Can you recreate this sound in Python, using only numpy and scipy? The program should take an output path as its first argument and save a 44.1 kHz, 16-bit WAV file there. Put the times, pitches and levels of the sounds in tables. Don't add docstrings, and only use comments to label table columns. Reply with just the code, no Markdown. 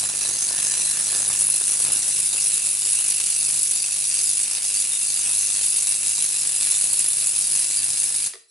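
import sys
import numpy as np
from scipy import signal
from scipy.fft import rfft, irfft, next_fast_len
from scipy.io import wavfile
from scipy.ndimage import uniform_filter1d

SR = 44100
rng = np.random.default_rng(int(sys.argv[2]) if len(sys.argv) > 2 else 0)


def output_pcm(signal):
    pcm = np.clip(np.atleast_2d(signal).T, -1, 1) * 32767
    wavfile.write(sys.argv[1], SR, np.round(pcm).astype(np.int16))


N = 374850
HALF_CYCLE_S, OFF_S = .01, 8.281
GRAIN_ALIKE, GRAIN_FROM_HZ = 0.22, 190
LEFT_RIGHT = np.array([[1], [-1]])

# t/s, level/dB
SWITCH_HITS = [(8.3348, -40.5), (8.337, -36.5), (8.341, -47), (8.345, -44), (8.35, -51), (8.355, -41.5),
               (8.361, -58)]
# f/Hz, gain/dB, t60/s
SWITCH_MODES = [(350, -12, .08), (396, -13, 0.12), (462, -16.5, 0.18), (493, -20, 0.074), (657, -11, 0.064),
                (1150, -4.5, 0.029), (1910, 2, 0.014), (2430, -8, 0.012), (3300, 2.5, 0.0052),
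                (4900, 9.5, 0.0035), (10200, 5, 0.0056)]
# t/s, level/dB
SPUTTERS = [(0.15, -40), (0.246, -30), (0.284, -33), (0.346, -35), (0.423, -48), (0.464, -46),
            (0.505, -29.5), (0.535, -32), (0.579, -34), (0.623, -35), (0.997, -34), (1.124, -35),
            (1.265, -31), (1.297, -28), (1.374, -41), (1.406, -31), (1.484, -31), (1.609, -32),
            (1.797, -32), (1.858, -40), (2.185, -37), (2.357, -41), (2.667, -38), (2.856, -39),
            (5.186, -35), (5.266, -44), (6.177, -35), (6.926, -32), (7.218, -39), (7.697, -34)]
# t/s, level/dB
BUZZ_LEVEL = [(0.0, -55), (0.02, -41), (0.07, -45), (1.22, -44.5), (1.31, -38.5), (1.35, -45.5),
              (1.75, -48), (1.86, -39.5), (2.02, -46.5), (3.26, -56.5), (3.57, -49.5), (3.8, -56.5),
              (5.22, -55.5), (5.29, -47.5), (5.34, -54), (5.71, -53), (7.5, -51), (8.26, -54)]
# t/s, lag/ms
VOLLEY_LAG = [(0.0, 1.14), (4.5, 2.5), (8.5, 2.75)]
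# t/s, bias (positive = even volleys long)
CAPACITOR_BIAS = [(0.015, -0.68), (0.365, 1), (0.695, -0.74), (1.005, 0.46), (1.305, -0.55), (1.405, 0.83),
                  (1.605, -0.84), (1.795, 0.71), (1.915, -0.39), (2.005, 0.78), (2.235, -0.39),
                  (2.335, 0.61), (2.515, -0.96), (2.605, 0.52), (2.705, -0.33), (2.885, 0.53),
                  (2.925, -0.26), (2.975, 0.86), (3.205, -0.88), (3.245, 0.78), (3.565, -0.99),
                  (3.775, 0.89), (4.045, -0.58), (4.115, 0.53), (4.205, -0.94), (4.535, 0.53),
                  (4.855, -0.82), (5.015, 0.43), (5.165, -0.67), (5.335, 0.42), (5.585, -0.4),
                  (5.635, 0.67), (5.855, -0.094), (5.915, 0.4), (6.085, -0.56), (6.185, 0.92),
                  (6.385, -0.88), (6.525, 0.65), (6.795, -0.56), (6.995, 1), (7.105, -0.5), (7.145, 0.54),
                  (7.285, -0.46), (7.355, 0.64), (7.475, -0.71), (7.615, 0.58), (7.925, -0.57),
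                  (8.095, 0.81)]
# t/s, level/dB
CRACK_LEVEL = [(0.0, -22.5), (1.4, -21), (1.42, -23), (1.77, -20), (1.84, -21), (1.89, -24), (1.93, -25),
               (2.0, -20), (3.18, -21), (3.73, -21), (3.8, -22), (4.3, -20.5), (4.6, -23.5), (4.69, -20.5),
               (4.81, -21), (7.08, -20), (8.21, -21.5), (8.26, -23)]
# t/s, relative level/dB, length/ms
BURSTS = [(0.8694, -13, 4), (1.4102, -8, 3.7), (1.4184, -4, 4.4), (1.4396, -7, 4), (1.4596, -19, 4),
          (1.481, -7, 3.1), (1.5, -3, 4.2), (1.5205, -15, 3.5), (1.5599, -6, 3.7), (1.5798, -7, 4),
          (1.8013, -9, 3.9), (1.8218, -12, 3.6), (1.8304, -17, 4), (1.8397, -9, 4), (1.92, -2, 5.3),
          (1.9304, -3.5, 5.8), (1.9494, -7, 5.3), (1.9694, -13, 4), (2.0887, -8, 3.7), (2.4409, -10, 4),
          (2.5386, -6, 4), (2.5706, -10, 4), (2.952, -5, 4.7), (3.1004, -6, 5.5), (3.302, -1, 2.4),
          (3.4002, -10, 3.1), (3.5084, -7, 4.2), (3.6306, 0, 2.4), (3.71, -3, 5.8), (4.2298, -4, 3.7),
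          (5.1407, -7, 4), (5.16, -13, 4), (5.3892, -9, 6.2), (5.662, -5, 3.2), (5.7698, 0, 3.1),
          (5.891, -5, 4), (6.0906, -7, 5.4), (6.1504, -14, 4), (6.4108, -8, 4.6), (6.4717, -3, 4.3),
          (6.7104, -2, 6.2), (6.8199, -13, 4), (6.93, -0.5, 5.1), (6.991, 0, 4.7), (7.0838, -7, 3.6),
          (7.1307, -6.5, 5), (7.1405, -10, 2.3), (7.1505, -13, 3.5), (7.17, -8, 2.5), (7.23, -8, 2.9),
          (7.3891, -1, 2.8), (7.471, -6, 4.6), (7.8426, -5, 3.6), (8.0391, -6, 4)]
# t/s, length/s, treble lift/dB (only lifts above 0 act)
FLARES = [(0.0, 0.2, -1.5), (1.416, 0.15, 2.5), (1.793, 0.2, 3), (3.503, .26, 1.5), (6.04, 0.14, 1.5),
          (6.953, 0.37, -0.5)]
# f/Hz, gain/dB
SPARK_SPECTRUM = [(760, -26.5), (1300, -26), (2220, -20.5), (2670, -17.5), (3250, -21), (3620, -16.5),
                  (6010, -15.5), (9800, 1), (10900, 2.5), (14200, -39), (22000, -120)]
# f/Hz, width/Hz, gain/dB
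TUBE_MODES = [(1744, 130, -10.5), (2720, 115, -1.5), (4020, 65, -0.5), (4750, 340, -9.5), (5830, 230, -3),
              (6350, 96, -2.5)]
# middle t/s, f/Hz, half length/ms, level/dB re the band's average
TUBE_PINGS = [(0.04, 4050, 35, 7), (0.236, 2660, 33, 14), (0.331, 6700, 31, 15), (0.37, 6150, 40, 9),
              (0.52, 4030, 27, 8), (0.546, 1710, 81, 10), (0.61, 4030, 25, 9), (0.729, 5970, 49, 16),
              (0.74, 3980, 25, 8), (0.817, 5970, 66, 15), (0.856, 4040, 35, 13), (0.892, 1790, 31, 11),
              (0.902, 4020, 39, 14), (1.025, 4050, 25, 8), (1.09, 4100, 35, 10), (1.13, 4780, 40, 7),
              (1.151, 1720, 35, 9), (1.548, 4110, 35, 12), (1.617, 1590, 33, 12), (1.803, 1600, 29, 9),
              (1.946, 1590, 43, 9), (1.947, 2770, 61, 12), (2.339, 3800, 31, 13), (2.386, 2710, 28, 23),
              (2.537, 6300, 37, 9), (2.54, 2730, 33, 7), (2.648, 2640, 98, 9), (2.971, 2770, 48, 16),
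              (3.165, 2760, 47, 7), (3.382, 2700, 77, 13), (3.455, 2650, 45, 14), (3.844, 2660, 25, 16),
              (3.916, 2600, 37, 16), (4.786, 4720, 37, 10), (4.945, 3670, 51, 17), (5.02, 6400, 45, 7),
              (5.047, 2720, 31, 10), (5.201, 6400, 50, 7), (5.279, 2630, 63, 8), (5.313, 2640, 100, 6),
              (5.455, 2700, 53, 7), (5.559, 2700, 39, 7), (5.578, 6540, 65, 2), (5.72, 6500, 45, 8),
              (5.724, 2640, 45, 7), (5.98, 2600, 49, 7), (6.137, 2700, 26, 16), (6.23, 2700, 35, 8),
              (6.369, 2650, 33, 11), (6.729, 4110, 39, 11.5), (6.983, 2650, 37, 7), (7.244, 2580, 29, 7),
              (7.346, 2670, 59, 8), (7.57, 2590, 37, 8), (7.784, 4720, 31, 19)]
# t/s, left minus right/dB, then gain/dB for each of the six tube modes
MIC_STANCE = [(0.0, -0.82, 11, -13, 4, 2, 0, 1), (.6, -0.71, 15, -5, 4.5, -1, 4, 10),
              (.85, -0.53, 14, 3, 5, -10, 8, -4), (1.15, -0.41, 12, -8, -1, 5, -5, -2),
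              (1.5, -0.073, 7, 4, -8, -21, -2, -5), (2.2, 0.37, -8, -1, 2, -9, 0, -11),
              (3.4, -0.41, -15, -3, -10, 3, 3, -8), (4.5, -0.14, -8, 1, -18.5, 6, 1, 5),
              (5.8, 0.15, -4, -1, -2, 0, 0, 1), (6.8, 0.33, 4.5, 3, 2, -4, -13, -14),
              (8.0, 0.22, 4, -4, -3, 6, -4, 1)]
# band from f/Hz (the first takes all below the second), t60/s, gain/dB
ROOM_BANDS = [(2000, 0.41, -0.5), (4500, 0.32, -2.5), (8400, .27, -5)]
# f/Hz, gain/dB
PORT_SIDE_GAIN = [(35, -12), (70, -3), (130, -1.5), (250, -2.5), (600, 0), (1200, 2), (2200, -.4),
                  (6000, 0), (9000, 1.5), (11000, -1.5)]


def amp(db):
    return 10 ** (np.asarray(db) / 20)


def unit_rms(x):
    return x / np.sqrt(np.mean(x ** 2) + 1e-20)


def at_hz(rows, hz):
    row_hz, values = np.transpose(rows)
    return np.interp(np.log(hz + 1), np.log(row_hz), values)


def in_time(rows):
    times, *columns = np.transpose(rows)
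    return [np.interp(np.arange(N) / SR, times, column) for column in columns]


def butter(x, hz, kind, order=2):
    return signal.sosfilt(signal.butter(order, hz, kind, fs=SR, output="sos"), x)


def resonance(x, hz, width_hz):
    r = np.exp(-np.pi * width_hz / SR)
    feedback = [1, -2 * r * np.cos(2 * np.pi * hz / SR), r * r]
    return signal.lfilter((1 - r * r) / 2 * np.array([1, 0, -1]), feedback, x)


def fade(clicks, ms):
    return signal.lfilter([1], [1, -np.exp(-1000 / (ms * SR))], clicks + 1e-18)


def flicker(db, rate_hz):
    knots = amp(db * np.clip(rng.standard_normal(int(N / SR * rate_hz) + 2), -3, 1.8))
    return np.interp(np.arange(N) * (rate_hz / SR), np.arange(len(knots)), knots)


def hiss(alike):
    mid, side = rng.standard_normal((2, N))
    return np.sqrt((1 + alike) / 2) * mid + np.sqrt((1 - alike) / 2) * side * LEFT_RIGHT


def lingering(power, t60_s):
    r = amp(-120 / (t60_s * SR))
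    stored = r * power[:SR // 10].mean()
    return np.sqrt(signal.lfilter([1 - r], [1, -r], power, zi=[stored])[0])


def room(power):
    noise = hiss(alike=0.62)
    low, high = butter(noise, ROOM_BANDS[1][0], "low"), butter(noise, ROOM_BANDS[2][0], "high")
    bands = low, noise - low - high, high
    diffuse = sum(amp(db) * band * lingering(power, t60) for band, (_, t60, db) in zip(bands, ROOM_BANDS))
    early = amp(-4) * noise[::-1, ::-1][::-1] * lingering(power, t60_s=0.071)
    return early, diffuse


def power_switch(room_t60_s=0.36, room_db=-35.5):
    hits, ring = np.zeros(N) + 1e-18, 0
    for at, db in SWITCH_HITS:
        hits[int(at * SR)] = amp(db)
    for k, (hz, db, t60) in enumerate(SWITCH_MODES):
        r, w = amp(-60 / (t60 * SR)), 2 * np.pi * hz / SR
        mode = signal.lfilter([0, np.sin(w)], [1, -2 * r * np.cos(w), r * r], hits)
        ring = ring + (-1) ** k * amp(db) * mode
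    snap = butter(ring, 300, "high")
    t = np.arange(SR // 4) / SR
    tail = rng.standard_normal((2, len(t))) * amp(-60 * t / room_t60_s + room_db)
    return snap + signal.fftconvolve(snap[None], tail, axes=1)[:, :N]


def sputters(length_ms=13.5, crest_db=6, thump_db=-15):
    clicks = np.zeros(N)
    for at, db in SPUTTERS:
        clicks[int(at * SR)] = amp(db - crest_db)
    puff = np.convolve(clicks, np.hanning(int(length_ms * SR / 1000)))[:N]
    rough = unit_rms(butter(hiss(GRAIN_ALIKE), [GRAIN_FROM_HZ, 1370], "band"))
    return puff * rough + amp(thump_db) * butter(puff, 60, "high")


def mic_overload(envelope, grain_db=7, hum_db=-0.1, deep_db=-15.5):
    db, = in_time(BUZZ_LEVEL)
    shape = unit_rms(fade(envelope, ms=0.65))
    reflected = 0.44 * unit_rms(lingering(envelope ** 2, t60_s=.09))
    noise = butter(hiss(GRAIN_ALIKE), 1820, "low") * flicker(db=2, rate_hz=20)
    grain = amp(grain_db) * butter((shape + reflected) * noise, GRAIN_FROM_HZ, "high")
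    hum = shape + amp(-7.5) * resonance(shape, hz=152, width_hz=68)
    hum *= flicker(db=2, rate_hz=9)
    hum *= amp(hum_db - .5 * (db - db.mean()))
    rectified = amp(db) * (grain + hum)
    return butter(rectified, 130, "high") + amp(deep_db) * butter(rectified, 58, "high", order=3)


def tube_pings(cracks, width_hz=270):
    out = np.zeros_like(cracks)
    for at, hz, half_ms, db in TUBE_PINGS:
        half = int(half_ms * SR / 1000)
        start, end = max(int(at * SR) - half, 0), int(at * SR) + half
        narrow = resonance(resonance(cracks, hz, width_hz), hz, width_hz)
        swell = np.hanning(end - start)
        out[:, start:end] += amp(db) * narrow.std() * swell.std() * unit_rms(swell * narrow[:, start:end])
    return out


def spark_colour(cracks, rings_db, glint_db=-5):
    size = next_fast_len(N)
    tilt = amp(at_hz(SPARK_SPECTRUM, np.fft.rfftfreq(size, 1 / SR)))
    bright = irfft(rfft(cracks, size) * tilt, size)[:, :N]
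    out = bright + tube_pings(bright)
    for (hz, width_hz, db), ring_db in zip(TUBE_MODES, rings_db):
        out += amp(db + ring_db) * flicker(db=4.5, rate_hz=14) * resonance(bright, hz, width_hz)
    for hz in np.geomspace(2350, 10400, 22):
        out += amp(glint_db) * flicker(db=6, rate_hz=22) * resonance(bright, hz, width_hz=75)
    return out


def shifting_reflections(cracks, count=9):
    edges_hz = np.geomspace(3000, 12500, count + 1)[1:-1]
    size = next_fast_len(N)
    spectrum = rfft(cracks, size)
    band_of_bin = np.searchsorted(edges_hz, np.fft.rfftfreq(size, 1 / SR))
    bands = (irfft(spectrum * (band_of_bin == k), size)[:, :N] for k in range(count))
    return sum(flicker(db=2.5, rate_hz=35) * band for band in bands)


def treble_bursts(envelope, crest_db=6.5):
    plateaus, flare = np.zeros(N), np.zeros(N)
    for at, db, ms in BURSTS:
        plateaus[int(at * SR):int((at + ms / 1000) * SR)] = amp(db - crest_db)
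    for at, length, db in FLARES:
        flare[int(at * SR):int((at + length) * SR)] = max(amp(2 * db) - 1, 0)
    level = amp(in_time(CRACK_LEVEL)[0]) * envelope
    flare_power = np.abs(uniform_filter1d(flare, SR // 50)) * level ** 2
    return np.sqrt(butter(plateaus, 1500, "low", order=1) ** 2 + flare_power + 1e-18)


def volleys(max_sparks=16, spacing_ms=.5, mean_ms=4.22, bias_ms=1.98):
    k = np.arange(int(OFF_S / HALF_CYCLE_S) + 1)[:, None]
    grid_s = k * HALF_CYCLE_S
    centre_s = grid_s + np.interp(grid_s, *np.transpose(VOLLEY_LAG)) / 1000
    since_s, side = np.transpose(CAPACITOR_BIAS)
    bias = side[np.maximum(np.searchsorted(since_s, grid_s) - 1, 0)] * (-1.) ** k
    length_ms = mean_ms + bias_ms * bias + rng.normal(0, 0.39, k.shape)
    after_ms = np.cumsum(spacing_ms * rng.uniform(.3, 1.7, (len(k), max_sparks)), axis=1) - spacing_ms
    rise = np.clip(.5 + 2.5 * after_ms / np.maximum(length_ms, 1), 0, 1)
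    fall = np.clip((length_ms - after_ms) / 1.03, 0, 1)
    strength = rise * fall * amp(-2 * bias + rng.normal(0, 1, k.shape))
    before_burst = (np.array(BURSTS)[:, 0] / HALF_CYCLE_S + .5).astype(int) - 1
    strength[before_burst] *= amp(0.5)
    when_s = centre_s + (-3 + .25 * bias + after_ms) / 1000
    samples = np.clip(when_s * SR, 0, N - 1).astype(int)
    clicks = np.bincount(samples.ravel(), (strength * (when_s < OFF_S)).ravel(), N)
    return unit_rms(fade(clicks, ms=0.45))


def spark_gap(envelope, beam_in_room_db=-16, lower_db=-9, lower_follows=0.32):
    db, = in_time(CRACK_LEVEL)
    pan_db, *rings_db = in_time(MIC_STANCE)
    beam = treble_bursts(envelope)
    gain = amp(db) * flicker(db=0.04, rate_hz=20)
    sparks = envelope * gain
    early, diffuse = room(sparks ** 2 + amp(beam_in_room_db) * beam ** 2)
    noise = hiss(alike=0.69)
    in_sight = flicker(db=0.97, rate_hz=11)
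    direct = in_sight * sparks * noise + butter(beam * noise, 8000, "high")
    cracks = spark_colour(shifting_reflections(direct + early) + diffuse, rings_db)
    upper = unit_rms(butter(cracks, 5080, "high", order=3))
    lower = unit_rms(butter(cracks, 6530, "low", order=3)) * amp(lower_db)
    lower *= (gain / gain.mean()) ** (lower_follows - 1)
    return np.sqrt(np.mean(gain ** 2)) * (upper - lower) * amp(pan_db / 2 * LEFT_RIGHT)


def scene():
    envelope, switch = volleys(), power_switch()
    return spark_gap(envelope) + mic_overload(envelope) + sputters() + switch + amp(-78) * hiss(0.57)


def record(dry, rumble_hz=31, ceiling=.42, cutoff_hz=11025):
    size = next_fast_len(N + SR // 10)
    hz = np.fft.rfftfreq(size, 1 / SR)
    side = irfft(rfft((dry[0] - dry[1]) / 2, size) * amp(at_hz(PORT_SIDE_GAIN, hz)), size)[:N]
    ports = butter(dry.mean(axis=0) + side * LEFT_RIGHT, rumble_hz, "high")
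    rounded = ceiling * np.tanh(ports / ceiling)
    passband = np.clip((cutoff_hz - hz) / 30 + .5, 0, 1)
    return irfft(rfft(rounded, size) * passband, size)[:, :N]


dry = scene()
out = record(dry)
output_pcm(out)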